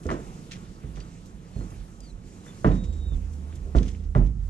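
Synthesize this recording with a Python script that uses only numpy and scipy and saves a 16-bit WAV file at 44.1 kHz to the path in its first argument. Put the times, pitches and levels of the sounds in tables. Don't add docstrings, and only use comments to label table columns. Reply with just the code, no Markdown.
import sys
import numpy as np
from scipy import signal
from scipy.fft import rfft, irfft, next_fast_len
from scipy.io import wavfile

SR = 44100
rng = np.random.default_rng(int(sys.argv[2]) if len(sys.argv) > 2 else 0)


def dump_mix(stems):
    frames = np.atleast_2d(stems).T
    limited = np.clip(frames, -1, 1)
    pcm = np.round(limited * 32767).astype(np.int16)
    wavfile.write(sys.argv[1], SR, pcm)


N = 198047
T = np.arange(N) / SR

# (time [s], thump level [dB], knock level [dB], rap level [dB],
# clack level [dB], first contact level [dB])
BLOWS = [(0.055, -40, -25, -53, -46, -62), (0.09, -29.5, -57, -42, -31, -36),
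         (0.103, -52, -30, -41, -38, -29), (0.115, -42, -28.5, -41, -48, -31.5),
         (0.566, -47, -47, -70, -65, -54), (0.836, -34.5, -45, -64, -54, -77),
         (0.972, -43.5, -48.5, -51, -47, -52), (1.56, -30.5, -41, -48, -68, -70),
         (1.609, -44, -42, -54, -59, -49), (1.72, -40, -49.5, -56, -60, -54),
         (2.463, -63, -49, -64, -43, -57), (2.645, -16.5, -16, -22.5, -25.5, -41),
         (3.12, -34, -44, -56, -58, -61), (3.659, -53, -45, -53, -69, -70),
         (3.75, -22.5, -22, -32.5, -38, -43), (4.151, -34, -32.5, -27.5, -39.5, -31),
         (4.156, -15.5, -30.5, -40, -49, -59), (4.355, -36.5, -74, -66, -83, -79)]
BLOW_HZ = [120, 460, 700, 1600]


def blow_level_db(levels_db, hz):
    return at_hz(np.transpose([BLOW_HZ, levels_db]), hz)


# (frequency [Hz], level against the blow before trim [dB], t60 [s])
FLOOR_MODES = [(101.2, 1, 0.57), (126.8, 14, 0.13), (151, -0.5, 0.44), (182.3, -0.5, 0.59),
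               (195, -11.5, 0.16), (247.6, -0.5, 0.44), (280.5, 0.5, 0.3), (296.4, -0.5, 0.13),
               (393.8, -1, 0.18), (483, 6.5, 0.05), (527.5, -26.5, 0.16), (595.5, 0, 0.14),
               (717, -15.5, 0.3), (828, -16, 0.22), (1008, -0.5, 0.34), (1163, 16, 0.024),
               (1387, 11.5, 0.031), (1744, -1.5, 0.07), (1960, -10.5, 0.16)]
# (frequency [Hz], level against first contact before trim [dB], t60 [s])
CONTACT_MODES = [(1084, 11.5, 0.015), (1610, 3.5, 0.016), (1966, -7, 0.061), (2880, -12.5, 0.0097)]


def floor_rings():
    out = np.zeros(N + SR)
    t = np.arange(SR) / SR
    rings = [swell(t, 1.15 / hz, t60) * np.sin(2 * np.pi * hz * t) for hz, _, t60 in FLOOR_MODES]
    clack = sum(amp(db - 60 * t / t60) * np.sin(2 * np.pi * hz * t) for hz, db, t60 in CONTACT_MODES)
    spots = rng.standard_normal((len(BLOWS), len(FLOOR_MODES)))
    for (start_s, *levels_db, contact_db), spot in zip(BLOWS, spots):
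        i = round(start_s * SR)
        for (hz, mode_db, _), ring, chance in zip(FLOOR_MODES, rings, spot):
            ring_db = blow_level_db(levels_db, hz) + mode_db - 5.5 + 0.57 * chance
            out[i:i + SR] += amp(ring_db) * ring
        out[i:i + SR] += amp(contact_db - 4.0) * clack
    return out[:N]


# (frequency [Hz], level against the blow before trim [dB], t60 [s])
PANELS = [(158, -2, 0.5), (322, -3, 0.38), (550, -1.5, 0.28), (1200, -2.5, 0.3), (2360, -21, 0.44),
          (4900, -44.5, 1), (9000, -54, 0.074)]


def panels():
    out = np.zeros(N)
    t = np.arange(SR) / SR
    edges_hz = 120 * 2 ** np.arange(0, 6.6, .5)
    white = rng.standard_normal((2, N))
    for k, (low_hz, high_hz) in enumerate(zip(edges_hz, edges_hz[1:])):
        hz = np.sqrt(low_hz * high_hz)
        shake = np.zeros(N + SR)
        tail = swell(t, 0.14 / hz, at_hz(PANELS, hz, axis=2))
        for start_s, *levels_db, _ in BLOWS:
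            shake_db = blow_level_db(levels_db, hz) + at_hz(PANELS, hz) - 4.5
            shake[round(start_s * SR):][:SR] += amp(shake_db) * tail
        out += shake[:N] * rms_one(band(white[k % 2], low_hz, high_hz))
    return out


# (time [s], low mode level [dB], upper mode level [dB], rise [s])
BOOMS = [(0.055, -34, -21.5, 0.022), (0.83, -21, -22, 0.09), (0.98, -40, -51, .02),
         (1.551, -24.5, -29, 0.042), (1.72, -52, -35, 0.061), (2.647, -13, -23, 0.035),
         (3.751, -13, -20.5, 0.013), (4.029, -43, -38, 0.032), (4.151, -16.5, -17.5, 0.025),
         (4.209, -30, -37, 0.025), (4.36, -22.5, -34, 0.056)]
# (time [s], low mode level [dB], upper mode level [dB])
SWAY = [(0, -65.5, -69), (1.1, -56, -62), (2.0, -50.5, -58), (2.62, -69.5, -55.5), (2.9, -35.5, -33.5),
        (3.12, -35, -33.5), (3.35, -41, -36), (3.7, -48, -36), (3.9, -50, -36.5), (4.08, -33.5, -33),
        (4.3, -52, -45.5), (4.49, -44, -35)]
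# (frequency [Hz], pitch wander [share], boom t60 [s], sway throb [dB])
SWAY_MODES = [(48, 0.0857, 0.48, 5.5), (76.1, 0.0452, 0.19, -1)]


def chassis():
    out = 0
    times_s, *levels_db = np.transpose(SWAY)
    for k, (hz, wander, t60, throb_db) in enumerate(SWAY_MODES):
        phase = 2 * np.pi * np.cumsum(hz * (1 + wander * drift(9.0))) / SR
        booms = sum(amp(boom_db[k]) * swell(np.maximum(T - start_s, 0), rise_s, t60)
                    for start_s, *boom_db, rise_s in BOOMS)
        booms = booms * amp(3.6 * drift(4))
        sway = amp(np.interp(T, times_s, levels_db[k]) + throb_db * drift(7.9))
        out = out + (booms + sway) * np.sqrt(2) * np.sin(phase)
    return out


SAG_S = .07
STEADY_JITTER_HZ, JITTER_PER_SAG = 5.8, .3
CATCH_HZ, CATCH_S = 59.5, 0.0295
# (start [s], length [s], pitch [Hz], sag at the end [Hz], tone level [dB], octave level [dB])
SQUEAKS = [(0.993, 0.041, 4650, 20, -61, -90), (1.53, 0.11, 4280, 56, -67.5, -90),
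           (2.012, .105, 4730, 800, -62, -80), (2.372, 0.077, 4010, 80, -74, -82),
           (2.474, 0.041, 3530, 49, -58, -63.5), (2.6, 0.043, 6200, 9, -69, -99),
           (2.702, 0.45, 3742, 203, -62, -70)]
# (time [s], tone level [dB], octave level [dB])
SQUEAK_SWELL = [(2.7, 0, -5), (2.75, -1, -4), (2.8, 4.5, -6), (2.95, -5.5, 5), (3.05, 5, -12),
                (3.09, 1.5, 6), (3.15, 4, -8), (3.18, -8, -15)]


def squeaks():
    out = np.zeros(N)
    times_s, *swells_db = np.transpose(SQUEAK_SWELL)
    tone_swell_db, octave_swell_db = (np.interp(T, times_s, s, left=0) for s in swells_db)
    for start_s, length_s, pitch_hz, end_sag_hz, tone_db, octave_db in SQUEAKS:
        end_s = start_s + length_s
        sag_hz = end_sag_hz * np.clip(1 + (T - end_s) / SAG_S, 0, 1)
        catch_hz = CATCH_HZ * np.exp(-np.maximum(T - start_s, 0) / CATCH_S)
        jitter_hz = (STEADY_JITTER_HZ + JITTER_PER_SAG * sag_hz) * drift(180)
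        phase = 2 * np.pi * np.cumsum(pitch_hz + catch_hz - sag_hz + jitter_hz) / SR
        gate = np.clip(np.minimum(T - start_s, end_s - T) / 0.0057, 0, 1)
        gate = gate * amp(2.0 * drift(51)) * np.sqrt(2)
        tone = amp(tone_db + tone_swell_db) * np.sin(phase)
        octave = amp(octave_db + octave_swell_db) * np.sin(2 * phase)
        out += gate * (tone + octave)
    return out


# (time [s], level before trim [dB], centre [Hz], t60 [s])
SCUFFS = [(0.0283, -49, 4700, 0.36), (0.1072, -38, 2800, 0.17), (0.5113, -33, 2290, 0.17),
          (0.535, -44.5, 1900, 0.16), (0.9525, -47, 2620, 0.31), (1.257, -43.5, 6700, 0.058),
          (1.6176, -59, 3330, 0.087), (1.7006, -48, 6190, 0.12), (2.0283, -53, 4600, 0.38),
          (2.664, -45.5, 2500, 0.31), (2.7144, -50, 3100, 0.1), (2.734, -46.5, 3200, 0.27),
          (2.835, -43.5, 3280, 0.12), (2.9244, -49.5, 3570, 0.16), (2.9614, -54, 3740, 0.12),
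          (3.3256, -53, 5690, 0.22), (3.5524, -43, 5360, 0.081), (3.7539, -37, 2720, 0.26),
          (3.827, -34, 2630, 0.07), (3.849, -45, 2740, 0.41), (3.8786, -37, 2640, 0.081),
          (4.0338, -52, 2820, 0.081), (4.1544, -49.5, 3140, 0.3), (4.235, -49.5, 6200, 0.098),
          (4.2594, -48, 2740, 0.11)]
# (frequency [Hz], width [Hz], level before trim [dB])
CLATTER = [(2220, 620, 2), (2820, 1100, -2.5), (3400, 720, 2.5), (4220, 67, -2), (5250, 1300, -2),
           (6090, 1100, 6), (7300, 790, 1)]


def scuffs():
    grit = bursts(SCUFFS, spread=2.32, grains_per_s=6100.0, rise_s=0.0038, trim_db=-10.0)
    clatter = sum(amp(db - 1.5) * resonance(grit, hz, width_hz) for hz, width_hz, db in CLATTER)
    return amp(-6.5) * grit + clatter


# (time [s], level before trim [dB], centre [Hz], t60 [s])
TICKS = [(0.0658, -31.5, 6240, 0.019), (0.0933, -23, 1890, 0.012), (0.1036, -25, 4600, 0.0074),
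         (0.1031, -43, 1940, 0.011), (0.5102, -34, 3650, 0.026), (1.0014, -42, 5000, 0.05),
         (1.005, -40, 2950, 0.03), (2.0043, -35.5, 6200, 0.019), (2.7164, -36, 3100, 0.025),
         (3.525, -38, 1880, 0.014), (3.7838, -24.5, 3050, 0.018), (3.9476, -44, 2270, 0.026)]


def ticks():
    return bursts(TICKS, spread=1.29, grains_per_s=8200.0, rise_s=0.00068, trim_db=-6.0)


BOX_HZ, BOX_WIDTH_HZ, BOX_DB = 184.3, 17.3, -1
# (time [s], rumble level [dB], hiss level [dB])
WIND = [(0.0, -39, -60.5), (0.3, -39, -54.5), (0.75, -42, -58), (1.07, -41, -58), (1.4, -43, -61.5),
        (1.66, -46, -55), (2.2, -42, -63), (2.53, -42, -53.5), (2.79, -35, -64), (3.2, -42.5, -59),
        (3.9, -38.5, -59), (4.1, -43.5, -65.5), (4.33, -56, -68), (4.49, -44.5, -60.5)]
# (frequency [Hz], relative density [dB per Hz])
RUMBLE = [(12, -30), (20, -4), (80, -13), (124, -3), (157, -8), (233, -13), (317, -17.5), (367, -13.5),
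          (597, -37), (677, -23), (769, -28), (1500, -46), (1950, -55.5), (3300, -120)]
# (frequency [Hz], relative density [dB per Hz])
HISS = [(410, -43), (700, 9.5), (888, -7), (994, -6), (1130, 10.5), (1210, -12), (2190, -12), (3950, -15),
        (4310, -16.5), (7110, -11.5), (14000, -34.5)]


def wind():
    times_s, rumble_db, hiss_db = np.transpose(WIND)
    rumble = amp(np.interp(T, times_s, rumble_db) - 4.0) * coloured(RUMBLE, patchy_db=0.5)
    hum = amp(BOX_DB) * resonance(rumble, BOX_HZ, BOX_WIDTH_HZ)
    hiss = amp(np.interp(T, times_s, hiss_db) + 1.0) * coloured(HISS, patchy_db=2.5)
    return rumble + hum + hiss


def diffuse():
    return panels() + scuffs() + ticks() + wind()


# (frequency [Hz], left lead [rad], left minus right [dB], power common to both [share])
PORTS = [(50, 0, -7.8, .93), (120, 0, -4.3, .92), (340, .15, -4.5, .8), (600, .8, -3, .55),
         (950, 2.6, 0, .75), (1350, 2.0, .4, .75), (1900, .6, -1.5, .45), (3500, 1.2, -1.8, .2),
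         (6000, 1.5, -.5, .05), (13000, 1.5, -.6, .05)]


def ports(both, shared, left_only):
    size = next_fast_len(N + SR // 4)
    hz = np.maximum(np.arange(size // 2 + 1) * SR / size, 1)
    lead_rad, balance_db, common = (at_hz(PORTS, hz, axis=k) for k in (1, 2, 3))
    common = np.clip(common, 0, 1)
    both, shared, left_only = rfft([both, shared, left_only], size)
    left = (both + np.sqrt(common) * shared) * np.exp(1j * lead_rad)
    left = left + np.sqrt(1 - common) * left_only
    right = both + shared
    return irfft([left * amp(balance_db / 2), right * amp(-balance_db / 2)], size)[:, :N]


def amp(db):
    return 10 ** (np.asarray(db) / 20)


def rms_one(x):
    return x / np.sqrt(np.mean(x ** 2) + 1e-20)


def at_hz(points, hz, axis=1):
    points = np.array(points)
    return np.interp(np.log(hz), np.log(points[:, 0]), points[:, axis])


def drift(rate_hz):
    r = np.exp(-2 * np.pi * rate_hz * 40 / SR)
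    white = rng.standard_normal(N // 40 + 2002)
    slow = signal.lfilter([1], [1, -2 * r, r * r], white)[2000:]
    return np.interp(np.arange(N) / 40, np.arange(len(slow)), rms_one(slow))


def band(x, low_hz, high_hz):
    edges_hz = [low_hz, min(high_hz, SR * .45)]
    return signal.sosfilt(signal.butter(2, edges_hz, "band", fs=SR, output="sos"), x)


def resonance(x, hz, width_hz):
    r = np.exp(-np.pi * width_hz / SR)
    poles = [1, -2 * r * np.cos(2 * np.pi * hz / SR), r * r]
    return signal.lfilter([(1 - r * r) / 2, 0, (r * r - 1) / 2], poles, x + 1e-18)


def swell(t, rise_s, t60):
    return (1 - np.exp(-t / max(rise_s, 1e-4))) * amp(-60 * t / max(t60, .005))


def bursts(events, spread, grains_per_s, rise_s, trim_db):
    out = np.zeros(N + SR)
    t = np.arange(SR // 2) / SR
    for start_s, db, hz, t60 in events:
        sizes = rng.standard_normal(len(t)) * amp(3.5 * rng.standard_normal(len(t)))
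        grains = sizes * (rng.random(len(t)) < grains_per_s / SR)
        burst = rms_one(band(grains, hz / spread, hz * spread)) * swell(t, rise_s, t60)
        out[round(start_s * SR):][:len(t)] += amp(db + trim_db) * burst
    return out[:N]


def coloured(spectrum, patchy_db):
    out = 0
    edges_hz = 22 * 2 ** np.arange(0, 9.6, .5)
    white = rng.standard_normal((2, N))
    for k, (low_hz, high_hz) in enumerate(zip(edges_hz, edges_hz[1:])):
        gain = amp(at_hz(spectrum, np.sqrt(low_hz * high_hz)) + patchy_db * drift(7.1))
        out = out + gain * band(white[k % 2], low_hz, high_hz)
    return rms_one(out)


def scene():
    return ports(floor_rings() + squeaks() + chassis(), diffuse(), diffuse())


def record(dry):
    x = signal.sosfilt(signal.butter(2, 18, "high", fs=SR, output="sos"), dry)
    return signal.sosfilt(signal.cheby2(12, 60, 14300, fs=SR, output="sos"), x)


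dry = scene()
out = record(dry)
dump_mix(out)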